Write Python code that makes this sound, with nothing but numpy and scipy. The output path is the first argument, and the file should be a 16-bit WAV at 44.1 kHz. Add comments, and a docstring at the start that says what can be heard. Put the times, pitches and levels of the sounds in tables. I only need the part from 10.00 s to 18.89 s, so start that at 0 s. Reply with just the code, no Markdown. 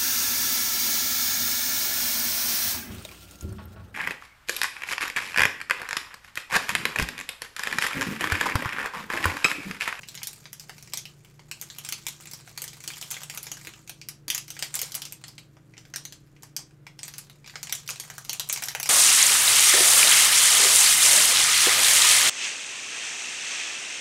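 """Stiff film on plastic-wrapped candy bars snaps and crackles as hands turn them close by.
Each crease gives way in quick slips that ring the film, an air pocket and a sharp edge.
Small ticks follow the snaps, with a fine rustle, small pops and soft sine knocks of the bars.
A small quiet room answers with close echoes and a short tail made of scattered clicks.
Behind it lie a faint low drone of wavering sines and a steady rumble and hiss of shaped noise."""
import sys
import numpy as np
from scipy import signal
from scipy.fft import rfft, irfft, next_fast_len
from scipy.io import wavfile
from scipy.ndimage import map_coordinates

SR = 44100
rng = np.random.default_rng(int(sys.argv[2]) if len(sys.argv) > 2 else 0)


def persist_wave(psi):
    """Save psi, clipped to +-1, as 16-bit WAV."""
    counts = np.round(np.clip(psi, -1, 1) * 32767).astype(np.int16)
    wavfile.write(sys.argv[1], SR, np.atleast_2d(counts).T)


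N = 392049  # length in samples

# Creases that snap. A facet is a flat piece of film; levels are before the room and overall tone curve.
# Columns: start_s, facet_energy_db, facet_centre_hz, pocket_over_facet_db, pocket_centre_hz,
# edge_over_facet_db
CREASE_SNAPS = [(0.033, -29, 4530.0, 7, 2110, -10), (0.0862, -18, 4900, -14, 1970, -3.5),
                (0.1446, -28.0, 4520.0, 2.0, 2320, -3), (0.152, -20, 6620.0, -5, 2260, -3),
                (0.1755, -20, 4930.0, -4, 2640, -28.0), (0.218, -37.5, 3790.0, 16.5, 1920.0, -12.0),
                (0.2320, -12, 5700, -14, 2030, -2.5), (0.2715, -11.5, 5630, -14, 2620, 0),
                (0.3311, -24.5, 7150, -5, 2450, 2), (0.4555, -24, 4060, 0.5, 2170, -21.0),
                (0.5304, -20.5, 5730, -5, 2470, 4), (0.5973, -19, 5640, -23, 2600, -7),
                (0.695, -22.5, 5360, 4, 1980, -5), (0.7818, -29, 5160, -0.5, 2200.0, -4),
                (0.826, -26.5, 7000, -9, 2070.0, -1), (0.875, -29, 5570, -1.5, 2170, -7),
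                (0.9229, -31, 5730.0, 0, 2530.0, -9.0), (0.9355, -8, 5670, -7.5, 2280, -5),
                (0.9734, -9.5, 5850, -39, 2720.0, -4), (1.0544, -21.5, 4880.0, 1.5, 2740, -9),
                (1.248, -36, 6140.0, 2.5, 2150, 1), (1.394, -33.5, 4050, 5.5, 1850, -36.0),
                (1.5134, -13.5, 6800, -1.5, 2420, -6), (1.6134, -16, 7640, -12, 2160.0, 2),
                (1.625, -22, 7940, -5, 1970.0, 0), (1.701, -18.5, 4300, -8, 2080.0, -23),
                (1.785, -20, 6000, -0.5, 2320, 3), (1.8493, -16, 6750, -5, 2440, -5),
                (1.8631, -22, 6030, -5.5, 2280, -8), (1.8890, -12.5, 6090.0, -7, 1830, 1),
                (1.924, -9.5, 6000, -2, 2630, 0.5), (2.0668, -9, 7400, -3.5, 2570, -4),
                (2.0848, -15, 5100, -15, 2560, 1.5), (2.208, -31, 6970.0, -2.5, 2100, 3),
                (2.2562, -28, 4340, 4, 2780, 2), (2.272, -23.5, 7100, -6.0, 2130, -24),
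                (2.313, -22, 7020.0, -8.5, 1590, -0.5), (2.3347, -17, 7350, -8.5, 1750, 0),
                (2.476, -31.5, 6630.0, 4.5, 1850, -5), (2.5764, -13.5, 6640, -7.5, 1960, -4),
                (2.6195, -15.5, 7200, -11.5, 1880, 2), (2.641, -18.5, 7700, -2.5, 1860, 4),
                (2.679, -18, 5900, -7.5, 2700, -7), (2.7312, -29, 5560, 3, 2700, -17),
                (2.805, -25.5, 6460, -2.5, 2100, -10.0), (2.839, -23, 5760, -4, 2600.0, -1),
                (2.877, -10, 5250, -5, 2740, -3), (2.9033, -24.5, 3830.0, 7.5, 2330, -1),
                (2.936, -24, 5310.0, 4, 2640, -11), (2.9698, -24, 6920.0, -2, 2220.0, -5),
                (3.0133, -16, 5740, -12, 2260.0, -3.0), (3.026, -22, 5950.0, 6, 2840, 1),
                (3.1054, -15, 7030.0, -16, 2300.0, -15), (3.112, -20, 6510.0, 1, 2630, 9.5),
                (3.1185, -12.5, 7060, -12, 2320, -19), (3.143, -25.5, 5680.0, 8, 2500, -9),
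                (3.1669, -19.5, 3880, 0, 2540, -19), (3.2178, -23.5, 5680.0, 0.5, 1540, -10.0),
                (3.234, -20.5, 7800, -0.5, 2240.0, 2.5), (3.2983, -15.5, 4660.0, -2.5, 2600, -7),
                (3.348, -26, 7130.0, 1, 2200.0, 6), (3.3752, -14.5, 6250, -4, 1980, -0.5),
                (3.43, -22, 7060, -26, 2020.0, 6), (3.4677, -18, 5600, -3.5, 1580, -9.0),
                (3.5165, -12, 6900.0, -7, 2310, -5), (3.57, -27, 5150, 0.5, 1720.0, -12),
                (3.649, -26, 5000, 1, 1780, -3), (3.6712, -18.5, 5040, 2, 2100, -3),
                (3.7372, -30, 5730.0, 3.5, 2110.0, -9), (3.8763, -26, 6830, -4, 2470.0, -6),
                (3.8953, -18.5, 5900, 0, 2510, 1), (4.0147, -22, 4500, -1, 2170, -15),
                (4.0869, -16, 6500, -6.5, 1950, 2.5), (4.2812, -11.5, 6070, -7.5, 1840, -2),
                (4.302, -3.5, 5540, -6.5, 2440, -3.5), (4.3478, -5.5, 6700, -9, 2200, -3.5),
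                (4.379, -12.0, 5630, -3.5, 2460.0, 0), (4.481, -24, 5820.0, -3, 2370.0, -3),
                (4.5039, -15, 6960, -5, 2610, -2.5), (4.567, -26, 4840.0, 5, 2140, -13),
                (4.5918, -15, 6960, -5, 2350, -5), (4.625, -6.5, 4350, -4.5, 2700, -9),
                (4.644, -31, 4820.0, 5, 2320.0, 9), (4.7418, -9, 7700, -10.5, 2150, -24),
                (4.754, -7, 7700, -31, 2220.0, 2.5), (4.7914, -9.5, 5860, -10.5, 2300, -2),
                (4.8160, -9, 7350, -7, 2400, 4), (4.8308, -13.5, 4900, -5.5, 2020, -12),
                (4.92, -17.5, 5870, -19, 2140.0, -4), (4.9439, -14.5, 6030, -7, 2110.0, -1),
                (4.9516, -12.5, 6870.0, -9, 2200.0, 7), (5.0196, -15.5, 5160, -1.5, 2770, -4.5),
                (5.0529, -15, 6300, -5, 2370, -8), (5.1236, -20.5, 8300, -2.5, 2720, 4.5),
                (5.2396, -19.5, 4400, -4, 1550, -21), (5.282, -23, 5400, -26, 1860.0, -6),
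                (5.3808, -23.5, 3900, -1.5, 2690, -21), (5.5684, -43, 5130, 10, 1460.0, -16),
                (5.7377, -38.5, 3560, 8, 2250, -18), (5.769, -36, 3660.0, 5.5, 2360.0, -28.0),
                (5.779, -25, 5300, -3, 1880, -30), (5.8522, -34, 3630, 1, 2120, -26),
                (5.9387, -17.0, 5540, -1, 1610, -13), (5.9602, -9.5, 5200, -6, 1750, -6),
                (6.0522, -15.5, 6000, -11, 2320, -8.5), (6.124, -22, 5500, -8, 1670, -6),
                (6.3647, -41, 4260, 5, 2480, -20.0), (6.4233, -31, 6870, -32, 1620.0, -7.0),
                (6.433, -24.5, 5670, -1.5, 1890, -2.5), (6.5652, -7.5, 6250, -9.5, 2540, -5.5),
                (6.7091, -46, 5170.0, 3, 1920.0, -14), (6.8674, -26, 3740, 4.5, 2400, -12),
                (6.991, -21, 5800, -5, 1720, -18), (7.0317, -12.5, 7200, -10, 2120.0, -12.0),
                (7.0538, -31, 7170.0, -12, 2180.0, 2), (7.0805, -20.5, 5660.0, -4.5, 2200.0, 0),
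                (7.1387, -22, 5690.0, -5, 2090.0, -8), (7.1824, -18, 8600, -7, 2230, 4),
                (7.298, -28, 3740, -3.5, 1750, -6), (7.444, -33, 3930.0, 4, 1940, -18),
                (7.4617, -28, 4800, -3, 2200, -24.0), (7.4761, -24, 5700, -1, 2250, -8),
                (7.4966, -27, 4690.0, 2.5, 2130, -20), (7.539, -44, 4000, 15, 1290, -15),
                (7.5565, -17, 5230, 1.5, 1850, -24), (7.6301, -13, 6840, -9, 1990, -4),
                (7.671, -20.5, 5070.0, -2.5, 2230, -10.0), (7.6955, -16, 5200, -4.5, 1700, -12.0),
                (7.7248, -5, 6370, -7.5, 2200, -1), (7.7515, -13.5, 7450, -24, 2100.0, -4),
                (7.877, -15.5, 5200, -25, 2570, -7), (7.89, -15, 5530, 3.5, 2000, -3),
                (7.8998, -15.5, 6000, -13, 2400, -1.5), (7.9054, -11, 7000, -7.5, 2650, -16),
                (7.9588, -22, 4700, -4.0, 2160, -11.0), (7.999, -12, 6200, -10, 2140, -0.5),
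                (8.037, -33, 5000, 5, 1880, 4), (8.0862, -38, 5830, 0.0, 1970.0, -12),
                (8.101, -20, 6380.0, 2, 1800, -6), (8.1812, -18.0, 6200, -1, 1820, -0.5),
                (8.2492, -23.5, 5560.0, -5, 2420.0, -2), (8.2948, -6, 5440, -9, 2660, -8),
                (8.331, -12, 6360, -3.5, 2560, 1.5), (8.397, -5.5, 6340, -30, 2550, -4.5),
                (8.4897, -28.5, 7630.0, -14.0, 2030.0, 16), (8.498, -5, 7600, -6, 1760, -21),
                (8.5274, -6, 8500, -18, 2500, 3.5), (8.54, -15, 6200, -19, 2120.0, -4),
                (8.561, -14, 6270.0, 0, 1920, -9.0), (8.5741, -14, 5700.0, -5, 2280.0, -6),
                (8.623, -19.5, 4300, 4, 1770, 6), (8.627, -15.5, 6640.0, 0.5, 1900, -10),
                (8.6371, -10, 6000, -21, 1990.0, -1.5), (8.657, -19, 7110.0, -16, 2110.0, 4),
                (8.6749, -24.5, 4610.0, 2, 1500, -2), (8.685, -9, 5950, -4.5, 1810, -5),
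                (8.708, -29.5, 4490.0, 6.5, 2390, -7.0), (8.75, -13, 5670, 5.5, 1940, 0),
                (8.7997, -12.5, 6900, -1.5, 1970, 2), (8.83, -7.5, 6230, -5.5, 2480, -1),
                (8.8583, -10, 5780.0, -3, 2450.0, -5), (8.871, -17, 6030, -9, 2750, -7)]
# Tone balance of the quiet room's noise. Columns: pitch_hz, relative_level_db (per Hz)
AIR_SPECTRUM = [(12, -50), (20, -5), (60, -9.5), (151, -1.5), (237, -13.5), (361, -11.5), (888, -27.5),
                (1510, -26), (4790, -42), (15200, -47), (16500, -54)]
AIR_LEVEL_DB = -59.5  # overall rms level before the overall tone curve
# Tones of the lasting drone, gliding from 1 s before the scene to 1 s after it.
# Columns: start_pitch_hz, end_pitch_hz, typical_rms_level_db, waver_rms_hz
DRONE_TONES = [(55.7, 59, -74.5, 1.5), (120, 118, -62, 2.27), (147.3, 141, -58, 0.79),
               (152.3, 153, -69.5, 3.53), (181.2, 160, -68, 1.7), (215.6, 209, -73.5, 2.26)]
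# Time for the room's tail to fall 60 dB. Columns: pitch_hz, fall_time_s
ROOM_DECAY = [(500, 0.21), (1500, 0.16), (3500, 0.24), (6000, 0.2), (10000, 0.17), (13500, 0.08),
              (16000, 0.031)]
# Single echoes off the table and walls. Columns: nominal_delay_ms, level_db
CLOSE_ECHOES = [(2.4, -15), (4.6, -12), (8.6, -12)]
# Overall tone colour: slightly bright, falling steeply above 15.7 kHz. Columns: pitch_hz, gain_db
OVERALL_TONE = [(20, -1.5), (13500, 4), (15700, -2.5), (16000, -19), (17000, -43)]
TOP_EDGE_HZ = 16900  # the final filter removes sound above about here
PLACES = 8  # places on the film, each with its own room answer
# Soft knocks of the bars against fingers and each other.
# Columns: start_s, level_before_fade_db, pitch_hz
BAR_KNOCKS = [(0.694, -48, 740), (2.623, -44, 514), (2.874, -38, 342), (3.518, -40.5, 292),
              (3.672, -37.5, 337), (4.279, -33.5, 303), (4.829, -38, 477), (8.626, -38, 730)]
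# Thin tones that sink, come and go.
# Columns: start_s, end_s, start_pitch_hz, end_pitch_hz, typical_rms_level_db
THIN_TONES = [(.8, 3.1, 339, 331, -70), (3.4, 7.3, 323, 313, -67), (5.1, 6.9, 285, 282, -69)]
# How busy the hands are; this scales the rustle and small pops. Columns: time_s, relative_level_db
HAND_ACTIVITY = [(0.0, -56.5), (0.99, -58.5), (1.36, -66.5), (1.78, -51.5), (2.28, -54.5), (3.04, -48),
                 (3.62, -50), (4.33, -79), (4.48, -51.5), (4.93, -52.5), (5.59, -75.5), (5.89, -68.5),
                 (6.91, -79), (7.1, -53.5), (7.45, -69), (7.77, -52), (8.24, -52), (8.74, -52)]


def gain_of(db):
    """Turns decibels into a multiplier for the wave."""
    return 10 ** (np.asarray(db) / 20)


def evened(x):
    """Scales a signal to an rms level of 1."""
    return x / np.sqrt(np.mean(x ** 2) + 1e-20)


def read(points, hz):
    """Reads a curve between its points, along a logarithmic pitch scale."""
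    point_hz, value = np.transpose(points)
    return np.interp(np.log(hz + 1), np.log(point_hz + 1), value)


def add(mix, start_s, sound):
    """Adds a sound at its start time, cutting off what runs past the end."""
    part = mix[round(start_s * SR):][:len(sound)]
    part += sound[:len(part)]


def coloured(x, points):
    """Makes each pitch stronger or weaker, following a curve of gains in dB."""
    size = next_fast_len(len(x))
    gain = gain_of(read(points, np.fft.rfftfreq(size, 1 / SR)))
    return irfft(rfft(x, size) * gain, size)[:len(x)]


def air():
    """Steady rumble and hiss of the quiet room: random noise with a shaped tone balance."""
    noise = coloured(rng.standard_normal(N), AIR_SPECTRUM)
    return gain_of(AIR_LEVEL_DB) * evened(noise)


def drift(per_s):
    """A slow random curve of rms 1, drawn smoothly through per_s random points a second."""
    knots = rng.standard_normal(int(N / SR * 40) + 2)
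    position = np.arange(N) / SR * min(per_s, 40)
    return evened(map_coordinates(knots, [position], order=3))


def tone(start_hz, end_hz, db, waver_hz, start_s=-1, end_s=N / SR + 1):
    """A low sine whose pitch glides and wavers while its level swells a little."""
    t = np.arange(N) / SR
    present = np.clip(np.minimum(t - start_s, end_s - t) / .3, 0, 1)  # 0.3 s fades
    pitch_hz = np.interp(t, [start_s, end_s], [start_hz, end_hz]) + waver_hz * drift(8)
    turns = np.cumsum(pitch_hz) / SR
    level = gain_of(db + 1.44 * drift(6.4))
    return present * level * np.sqrt(2) * np.sin(2 * np.pi * turns)


def hum():
    """The lasting drone and the thin tones above it, built by adding separate sines."""
    thin = sum(tone(*row, .15, start_s, end_s) for start_s, end_s, *row in THIN_TONES)
    return sum(tone(*row) for row in DRONE_TONES) + thin


def room(x):
    """Close single echoes, a quick scatter off nearby things, and a tail whose bands die at their own speeds."""
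    # One click of random sign falls somewhere in every 20 samples.
    clicks = np.zeros(SR // 2)
    at = np.arange(44, SR // 2 - 20, 20)
    clicks[at + rng.integers(0, 20, len(at))] = rng.choice([-1., 1.], len(at))

    hz, t, bands = signal.stft(clicks, SR, nperseg=128)
    fade = gain_of(-60 * t / read(ROOM_DECAY, hz)[:, None])
    tail = signal.istft(bands * fade, SR, nperseg=128)[1]

    scatter_fade_db = -60 * np.arange(len(clicks)) / SR / 0.021  # falls 60 dB in 21 ms
    scatter = clicks * gain_of(2.76 * rng.exponential(1, len(clicks)) + scatter_fade_db)

    answer = gain_of(-3.0) * tail[:len(clicks)] / np.linalg.norm(tail)
    answer += gain_of(-11) * scatter / np.linalg.norm(scatter)
    for (ms, db), shift in zip(CLOSE_ECHOES, rng.uniform(.8, 1.15, len(CLOSE_ECHOES))):
        add(answer, shift * ms / 1000, gain_of([db]))
    return signal.oaconvolve(x, answer)[:N]


def knocks():
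    """Each knock is one dull, short sine with a soft start, falling 60 dB in 25 ms."""
    out = np.zeros(N)
    t = np.arange(round(.05 * SR)) / SR
    for start_s, db, hz in BAR_KNOCKS:
        level = gain_of(db - 60 * t / 0.025) * np.minimum(t * hz, 1)
        add(out, start_s, level * np.sin(2 * np.pi * hz * t))
    return out


def ring(hz, decay_ms, turn):
    """A part of the pack rings and dies: a fading sine that rises over its first cycle."""
    t = np.arange(round(.012 * SR)) / SR
    level = np.exp(-1000 * t / decay_ms) * np.minimum(t * hz, 1)
    return level * np.sin(2 * np.pi * (hz * t + turn))  # turn: where in its cycle the sine starts


def snap(db, facet_hz, pocket_db, pocket_hz, edge_db, chance):
    """A crease gives way in a few quick slips; each slip rings the facet, the air pocket and the sharp edge."""
    parts = np.zeros((3, round(.02 * SR)))
    for k, (wait, size, a, b, c, d, turn) in enumerate(chance):
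        facet = ring(facet_hz * (0.87 + 0.29 * a), 0.24, turn)
        facet += 0.49 * ring(3200 + 5500 * b, 0.36, turn)
        pocket = ring(pocket_hz * (0.85 + 0.47 * c), 0.4, turn)
        pocket += 0.18 * ring(750 + 700 * d, 0.86, turn)
        edge = ring(9500 + 2500 * d, 0.12, turn) + ring(12000 + 3600 * b, 0.12, turn)

        slip_s = .00032 * (k + wait - .5) * (k > 0)  # the first slip comes at once
        slip_gain = gain_of(-8 * size - 3 * k)  # later slips tend to be weaker
        for part, sound in zip(parts, (facet, pocket, edge)):
            add(part, slip_s, slip_gain * sound)
    even_parts = parts / np.linalg.norm(parts, axis=1)[:, None]  # equal energy before mixing
    return gain_of(db) * gain_of([0, pocket_db, edge_db]) @ even_parts


def crackle():
    """The film settles in small ticks after each snap; busy hands add a fine rustle and scattered small pops."""
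    jolts = np.zeros(N)
    for start_s, db, *_ in CREASE_SNAPS:
        add(jolts, start_s, gain_of([db]))
    # Strain jumps at each snap, then dies away with a time constant of 0.03 s.
    strain = signal.lfilter([1], [1, -np.exp(-1 / (0.03 * SR))], jolts)
    busy = gain_of(np.interp(np.arange(N) / SR, *np.transpose(HAND_ACTIVITY)))

    out = np.zeros((PLACES, N))
    # Twenty grain sounds, each made of two slips and repeated at random moments.
    for k, chance in enumerate(rng.random((20, 2, 10))):
        # Average counts per second for each grain: 8 ticks, 30 rustle grains, 2.5 small pops.
        ticks = (rng.random(N) < 8 / SR) * gain_of(3.5 * np.minimum(rng.exponential(1, N), 3))
        rustle = (rng.random(N) < 30 / SR) * rng.laplace(size=N)
        small_pops = (rng.random(N) < 2.5 / SR) * gain_of(2.5 * np.minimum(rng.exponential(1, N), 3))
        settling = gain_of(-22) * strain * ticks
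        handling = busy * (gain_of(3.0) * rustle + gain_of(15.5) * small_pops)

        a, b, c = chance[0, 7:]
        grain = snap(0, 3500 + 250 * k, -13 + 14 * a, 1300 + 1400 * b, -10 + 11 * c, chance[:, :7])
        out[k % PLACES] += signal.oaconvolve(settling + handling, grain)[:N]
    return out


def creases():
    """The snaps that stand out, each five slips of a crease at one of a few places on the film."""
    out = np.zeros((PLACES, N))
    chances = rng.random((len(CREASE_SNAPS), 5, 7))
    for k, ((start_s, *shape), chance) in enumerate(zip(CREASE_SNAPS, chances)):
        add(out[k % PLACES], start_s, snap(*shape, chance))
    return out


def scene():
    """Film and knocks sound directly and through the room; the background is added as it is."""
    background = air() + hum()
    film = crackle() + creases()
    film[0] += knocks()
    return (sum(place + room(place) for place in film) + background)[None]


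def record(dry):
    """An overall tone curve colours the sound; a filter then limits the band."""
    toned = coloured(dry[0], OVERALL_TONE)[None]
    band_limit = signal.firwin(511, TOP_EDGE_HZ, window=("kaiser", 9), fs=SR)
    return signal.oaconvolve(toned, band_limit[None], "same")


dry = scene()
out = record(dry)
persist_wave(out)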